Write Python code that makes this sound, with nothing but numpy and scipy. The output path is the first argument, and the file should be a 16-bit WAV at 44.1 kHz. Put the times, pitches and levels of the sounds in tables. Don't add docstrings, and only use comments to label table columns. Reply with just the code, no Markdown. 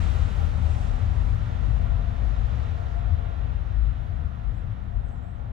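import sys
import numpy as np
from scipy import signal
from scipy.fft import rfft, irfft, next_fast_len
from scipy.io import wavfile
from scipy.ndimage import uniform_filter1d, minimum_filter1d

SR = 44100
rng = np.random.default_rng(int(sys.argv[2]) if len(sys.argv) > 2 else 0)


def pcm_store(signal):
    levels = np.round(np.clip(np.atleast_2d(signal), -1, 1) * 32767)
    wavfile.write(sys.argv[1], SR, levels.astype(np.int16).T)


N = 243431
TIME = np.arange(N) / SR
SIZE = next_fast_len(N, True)
BIN_HZ = np.maximum(np.fft.rfftfreq(SIZE, 1 / SR), 1)

# f/Hz, level difference/dB
STEREO_LEAN = [(30, 10), (72, 15), (115, 15.5), (155, 12), (240, 10), (320, 9.5), (700, 0), (1150, -3),
               (1400, -6), (1750, -2.5), (2600, 0), (3400, -2.5), (5200, 2), (7900, 4.5), (10000, 0.5)]
# f/Hz, coherence/1
COHERENCE = [(30, 0.5), (70, 1), (115, 0.99), (160, 0.57), (370, 0.77), (720, 1), (1450, 0.1), (1750, 0.3),
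             (2200, 0.3), (3100, 0.4), (3900, 0.9), (5500, 0.29), (9000, 0.04), (13000, 0.33)]
# f/Hz, phase/rad
PHASE_LEAD = [(50, 0.9), (170, -1), (400, -1.77), (750, -2), (1350, -2.5), (1800, 0.27), (3800, -1.13),
              (7000, 1.6)]

# f/Hz, relative density/dB
AIR_SPECTRUM = [(5000, 0.5), (7500, -1.5), (8300, -6.5), (10000, -5)]
AIR_DB, FAR_ROAR_DB = -86, -61

# t/s, length/s, start f/Hz, end f/Hz, level before flutter/dB
BIRD_NOTES = [(4.48, .045, 7500, 6950, -90), (4.53, .05, 7000, 7950, -80), (4.565, .05, 7900, 7700, -81),
              (4.58, 0.033, 7350, 7700, -81), (5.008, .045, 9350, 7900, -86),
              (5.045, 0.088, 7800, 7750, -82), (5.075, .04, 6150, 6800, -82), (5.12, 0.08, 7850, 7200, -80),
              (5.2, .145, 7500, 8000, -82), (5.34, 0.043, 7950, 7400, -85), (5.378, .028, 6100, 6330, -83)]
# t/s, length/s, level before flutter/dB
BIRD_CHURRS = [(5.04, .05, -89), (5.13, .06, -85)]
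# delay t/s, level/dB
BIRD_PATHS = [(0, 0), (.019, -8.5), (.043, -18)]
NOTE_EDGE_S, CHURR_HZ = 0.0092, 8300

# f/Hz, relative density/dB
SIZZLE_SPECTRUM = [(8000, 3.5), (10000, -4), (11000, -4.5), (12400, -3.5), (13400, -5.5), (14000, -11.5),
                   (15000, -23)]
# t/s, length/s, level before flicker/dB
SIZZLE_SPURTS = [(0.143, 0.18, -79), (0.408, 0.24, -75.5), (0.777, 0.22, -82), (1.31, .16, -80),
                 (1.68, .09, -83)]
SIZZLE_DB, SIZZLE_FOLLOWS = -83.5, 0.7
SIZZLE_FLICKER_DB = 1.2

# f/Hz, relative density/dB
SCRUB_SPECTRUM = [(4200, 3.5), (5200, 0.5), (6500, -0.5), (7800, -0.5), (9300, -9.5), (11000, -18.5),
                  (13000, -28)]
# t/s, length/s, sing level/dB, hiss level/dB
SCRUB_EVENTS = [(.14, 0.38, -61, -73.5), (0.42, 0.088, -52, -75), (0.76, 0.32, -51, -63.5),
                (1.253, 0.42, -66, -74)]
SCRUB_HZ, SCRUB_WIDTH_HZ = 757, 82

# t/s, level/dB
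RINGING_LEVEL = [(0, -67), (1.5, -69), (2.3, -61.5), (2.65, -56.5), (3.05, -61), (3.42, -59.5),
                 (3.75, -63.5), (5.52, -64.5)]
RINGING_HZ, RINGING_WIDTH_HZ = 725, 73

# t/s, level/dB
WHINE_LEVEL = [(0, -68.5), (.8, -70.5), (1.35, -73.5), (1.65, -63), (2.03, -55), (2.3, -62.5), (2.56, -64),
               (2.8, -60), (3.13, -53), (3.42, -61.5), (3.6, -67.5), (3.8, -65.5), (4.27, -61.5),
               (4.6, -67.5), (5.25, -65.5), (5.52, -71)]
WHINE_HZ, WHINE_RISE_HZ_PER_S = 686.3, 1.35
WHINE_SCATTER, WHINE_BLUR_HZ = .95, 20
OCTAVE_DB, OCTAVE_FOLLOWS = -70, 0.64

# t/s, level/dB
HUM_LEVEL = [(0, -41.5), (.9, -33), (2.4, -38), (3.8, -41), (5.52, -42.5)]
# f/Hz, width/Hz, relative level/dB, left minus right/dB
HUM_RESONANCES = [(108, 12.2, -0.5, 1), (242.9, 13, -19, 8)]

# t/s, length/s, f before wander/Hz, level before unevenness/dB
SURGE_EVENTS = [(0.185, 0.12, 76, -22.5), (0.25, 0.15, 45, -23), (0.419, 0.14, 78, -25.5),
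                (0.665, 0.16, 77, -22.5), (1.182, 0.26, 52, -22.5), (1.832, 0.44, 53, -26),
                (2.282, 0.11, 54, -22.5), (2.998, 0.18, 52, -28.5), (3.14, 0.063, 79, -22.5),
                (3.46, 0.16, 53, -26.5), (3.818, 0.25, 53, -27), (4.142, 0.17, 55, -31),
                (4.484, .14, 52, -30), (5.042, 0.2, 52.1, -31.5)]
# t/s, level/dB
RUMBLE_LEVEL = [(0, -21.5), (.3, -25.5), (.55, -26.5), (.95, -24.5), (1.36, -23), (1.46, -31), (1.7, -23.5),
                (2.03, -24), (2.14, -30.5), (2.24, -25), (2.42, -23), (2.55, -26.5), (2.9, -29.5),
                (3.25, -28.5), (3.8, -29.5), (4.0, -30.5), (4.27, -27.5), (4.35, -36.5), (4.45, -37),
                (4.65, -30.5), (4.82, -34.5), (5.05, -31), (5.29, -37), (5.38, -34), (5.52, -33.5)]
# t/s, level/dB
DRONE_LEVEL = [(0, -40), (1.3, -43), (1.8, -41), (2.48, -43.5), (2.68, -46), (3.16, -45.5), (3.7, -47.5),
               (4.32, -44.5), (5.52, -48.5)]
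# f/Hz, relative density/dB
RUMBLE_SPECTRUM = [(10, -34.5), (20, -19), (30, -10), (41, -1), (52, 0), (65, 1.5), (77, -1.5), (92, -4),
                   (120, -9.5), (150, -14.5), (200, -21), (245, -25.5), (280, -32.5), (400, -32)]

# t/s, level/dB
ROLLING_LEVEL = [(0, -54), (.56, -57.5), (.95, -58), (1.7, -59), (2.04, -60), (2.56, -58.5), (3.12, -61),
                 (3.7, -63), (4.28, -64), (4.8, -66), (5.52, -67.8)]
# t/s, level/dB
ROAR_LEVEL = [(0, -47), (1.3, -50), (2.1, -50.5), (2.3, -50), (3.5, -53), (3.8, -56), (5.08, -57),
              (5.52, -55.5)]
# f/Hz, relative density/dB
ROLLING_SPECTRUM = [(250, 5), (380, -2), (480, -2.5), (720, -0.5), (1000, -2.5), (1400, -4), (1550, -7.5),
                    (1950, -8), (2250, -11), (3200, -14), (3950, -14.5), (4250, -18.5), (5200, -23.5),
                    (7500, -26), (9500, -37.5)]
# f/Hz, width/Hz, level above the roar/dB
RAIL_RESONANCES = [(473, 75, 5), (581, 24, 4.5), (640, 68, 1.5), (758, 22, 2), (1370, 90, 1),
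                   (1850, 110, 2)]
# low f/Hz, high f/Hz, midway level/dB, slope/(dB per dB of rolling level), flicker/dB
ROLLING_REGISTERS = [(1089, 2123, -53.5, 0.89, 0.17), (2162, 4005, -58.5, 1.24, 0.67),
                     (4170, 6730, -68.5, 1.77, 0.65), (7000, 11000, -80.5, 3, 1.2)]
# t/s, left minus right/dB
WHEEL_BALANCE = [(0, 0.4), (1.2, -0.5), (2.4, -0.1), (5.52, -1.5)]
MIDWAY_DB = -58.5
FLICKER_PER_S = 5.2

BASS_LIMIT_DB, BASS_SPLIT_HZ, LIMITER_S = -12.5, 160, 0.023
CUTOFF_HZ = 15100


def from_db(db):
    return 10 ** (np.asarray(db) / 20)


def rms_one(pair):
    middle = pair.mean(0)
    return pair / np.sqrt(np.mean(middle ** 2) + 1e-20)


def in_time(rows):
    s, *columns = np.transpose(rows)
    return [np.interp(TIME, s, c) for c in columns]


def at_hz(points, hz):
    f, value = np.transpose(points)
    return np.interp(np.log(hz), np.log(f), value)


def drift(rate_hz):
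    spectrum = rfft(rng.standard_normal(SIZE)) / (1 + (BIN_HZ / rate_hz) ** 2)
    slow = irfft(spectrum, SIZE)[:N]
    return slow / slow.std()


def ports(hz):
    half_level = from_db(at_hz(STEREO_LEAN, hz) / 2)
    left = half_level * np.exp(.5j * at_hz(PHASE_LEAD, hz))
    return np.array([left, 1 / left])


def noise_field(colour, modes=()):
    white = rfft(rng.standard_normal((3, SIZE)))
    alike = np.clip(at_hz(COHERENCE, BIN_HZ), 0, .99)
    gains = ports(BIN_HZ)
    field = gains * (np.sqrt(alike) * white[0] + np.sqrt(1 - alike) * white[1:])
    direct_power = alike * abs(gains.sum(0)) ** 2
    scattered_power = (1 - alike) * (abs(gains) ** 2).sum(0)
    middle = np.sqrt(direct_power + scattered_power)
    peaks_db = sum(db / (1 + (2 * (BIN_HZ - hz) / width) ** 2) for hz, width, db in modes)
    return field / middle * from_db(at_hz(colour, BIN_HZ) + peaks_db)


def band(field, low_hz, high_hz, order=14):
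    low_edge = 1 / (1 + (low_hz / BIN_HZ) ** order)
    high_edge = 1 / (1 + (BIN_HZ / high_hz) ** order)
    return rms_one(irfft(field * low_edge * high_edge, SIZE)[:, :N])


def steady(pair, seconds):
    width = max(int(seconds * SR), 2)
    power = uniform_filter1d(uniform_filter1d(pair.mean(0) ** 2, width), width)
    return pair / np.sqrt(power + 1e-9)


def swell(s, length_s, db):
    return from_db(db) * .5 ** ((2 * (TIME - s) / length_s) ** 2)


def carrier(pitch_hz):
    return np.exp(2j * np.pi * np.cumsum(pitch_hz) / SR)


def tone(pitch_hz):
    return rms_one(np.real(ports(pitch_hz.mean())[:, None] * carrier(pitch_hz)))


def narrow_noise(pitch_hz, width_hz):
    envelope = drift(width_hz) + 1j * drift(width_hz)
    return rms_one(np.real(ports(pitch_hz.mean())[:, None] * carrier(pitch_hz) * envelope))


def nearness_db():
    return in_time(ROLLING_LEVEL)[0] - MIDWAY_DB


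def air():
    field = noise_field(AIR_SPECTRUM)
    hiss = from_db(AIR_DB) * band(field, 4500, 10000)
    far_roar = from_db(FAR_ROAR_DB) * band(field, 210, 380)
    return hiss + far_roar


def bird(rasp_hz=150, flutter_db=2.0, left_db=5.0):
    voice, rasp = 0, rasp_hz * drift(400)
    for s, length_s, start_hz, end_hz, db in BIRD_NOTES:
        pitch_hz = np.interp(TIME, [s, s + length_s], [start_hz, end_hz]) + rasp
        sounding = np.clip(np.minimum(TIME - s, s + length_s - TIME) / NOTE_EDGE_S, 0, 1)
        voice = voice + sounding * from_db(db) * carrier(pitch_hz).imag
    churr_gain = sum(swell(*churr) for churr in BIRD_CHURRS)
    voice = voice + churr_gain * narrow_noise(np.full(N, CHURR_HZ), width_hz=600).mean(0)
    voice = voice * from_db(flutter_db * drift(50))
    heard = sum(from_db(db) * np.pad(voice, (int(abs(s) * SR), 0))[:N] for s, db in BIRD_PATHS)
    return heard * from_db([[left_db], [-left_db]])


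def sizzle(grain_db=1.0):
    fizz_power = from_db(SIZZLE_DB + SIZZLE_FOLLOWS * nearness_db()) ** 2
    spurt_power = sum(swell(*spurt) ** 2 for spurt in SIZZLE_SPURTS)
    unevenness = from_db(grain_db * drift(120) + SIZZLE_FLICKER_DB * drift(8))
    return np.sqrt(fizz_power + spurt_power) * unevenness * band(noise_field(SIZZLE_SPECTRUM), 9000, 15500)


def scrub():
    sing_gain = sum(swell(s, length_s, sing_db) for s, length_s, sing_db, _ in SCRUB_EVENTS)
    hiss_gain = sum(swell(s, length_s, hiss_db) for s, length_s, _, hiss_db in SCRUB_EVENTS)
    sing = sing_gain * narrow_noise(np.full(N, SCRUB_HZ), SCRUB_WIDTH_HZ)
    return sing + hiss_gain * band(noise_field(SCRUB_SPECTRUM), 4200, 13000)


def ringing():
    gain = from_db(in_time(RINGING_LEVEL)[0])
    return gain * narrow_noise(np.full(N, RINGING_HZ), RINGING_WIDTH_HZ)


def whine(waver_hz=1.38, flutter_db=1.7, octave_blur_hz=10):
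    first_db, = in_time(WHINE_LEVEL)
    octave_db = OCTAVE_DB + OCTAVE_FOLLOWS * (first_db - first_db.mean())
    pitch_hz = WHINE_HZ + WHINE_RISE_HZ_PER_S * TIME
    direct = from_db(flutter_db * drift(17)) * tone(pitch_hz + waver_hz * drift(8.4))
    first = direct + WHINE_SCATTER * narrow_noise(pitch_hz, WHINE_BLUR_HZ)
    octave = narrow_noise(2 * pitch_hz, octave_blur_hz)
    return from_db(first_db) * first + from_db(octave_db) * octave


def hum():
    sound = 0
    for hz, width_hz, db, lean_db in HUM_RESONANCES:
        middle = narrow_noise(np.full(N, hz), width_hz).mean(0)
        sound = sound + from_db(db) * middle * from_db([[lean_db / 2], [-lean_db / 2]])
    return from_db(in_time(HUM_LEVEL)[0]) * sound


def boom(waver_hz=2.005, uneven_db=3.5):
    wander_hz = waver_hz * drift(9.2)
    unevenness = from_db(uneven_db * drift(15))
    surges = sum(swell(s, length_s, db) * tone(hz + wander_hz) for s, length_s, hz, db in SURGE_EVENTS)
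    return unevenness * surges


def rumble():
    (rumble_db,), (drone_db,) = in_time(RUMBLE_LEVEL), in_time(DRONE_LEVEL)
    field = noise_field(RUMBLE_SPECTRUM)
    body = from_db(rumble_db) * steady(band(field, 10, 124.0), seconds=0.065)
    drone = from_db(drone_db) * steady(band(field, 130.3, 315), seconds=0.75)
    return body + drone


def rolling():
    field, near_db = noise_field(ROLLING_SPECTRUM, RAIL_RESONANCES), nearness_db()
    roar_db = in_time(ROAR_LEVEL)[0] + 0.69 * drift(8.3)
    sound = from_db(roar_db) * band(field, 291.0, 1068)
    for low_hz, high_hz, db, follows, flicker_db in ROLLING_REGISTERS:
        level_db = db + follows * near_db + flicker_db * drift(FLICKER_PER_S)
        sound = sound + from_db(level_db) * band(field, low_hz, high_hz)
    return sound


def scene():
    lean_db, = in_time(WHEEL_BALANCE)
    wheels = rolling() * from_db([lean_db / 2, -lean_db / 2])
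    background = air() + bird()
    details = sizzle() + scrub() + ringing() + whine()
    return background + details + hum() + boom() + rumble() + wheels


def limit_bass(pair):
    bass = irfft(rfft(pair, SIZE) / (1 + (BIN_HZ / BASS_SPLIT_HZ) ** 2) ** 2, SIZE)[:, :N]
    width = max(int(LIMITER_S * SR), 2)
    allowed = np.minimum(1, from_db(BASS_LIMIT_DB) / (abs(pair).max(0) + 1e-9))
    bass_gain = uniform_filter1d(minimum_filter1d(allowed, width), width)
    return pair - bass * (1 - bass_gain)


def record(dry):
    ease = np.minimum(1, np.minimum(TIME, TIME[::-1]) / .003)
    low_pass = signal.ellip(10, .1, 80, CUTOFF_HZ, fs=SR, output="sos")
    return signal.sosfilt(low_pass, limit_bass(dry) * ease)


dry = scene()
out = record(dry)
pcm_store(out)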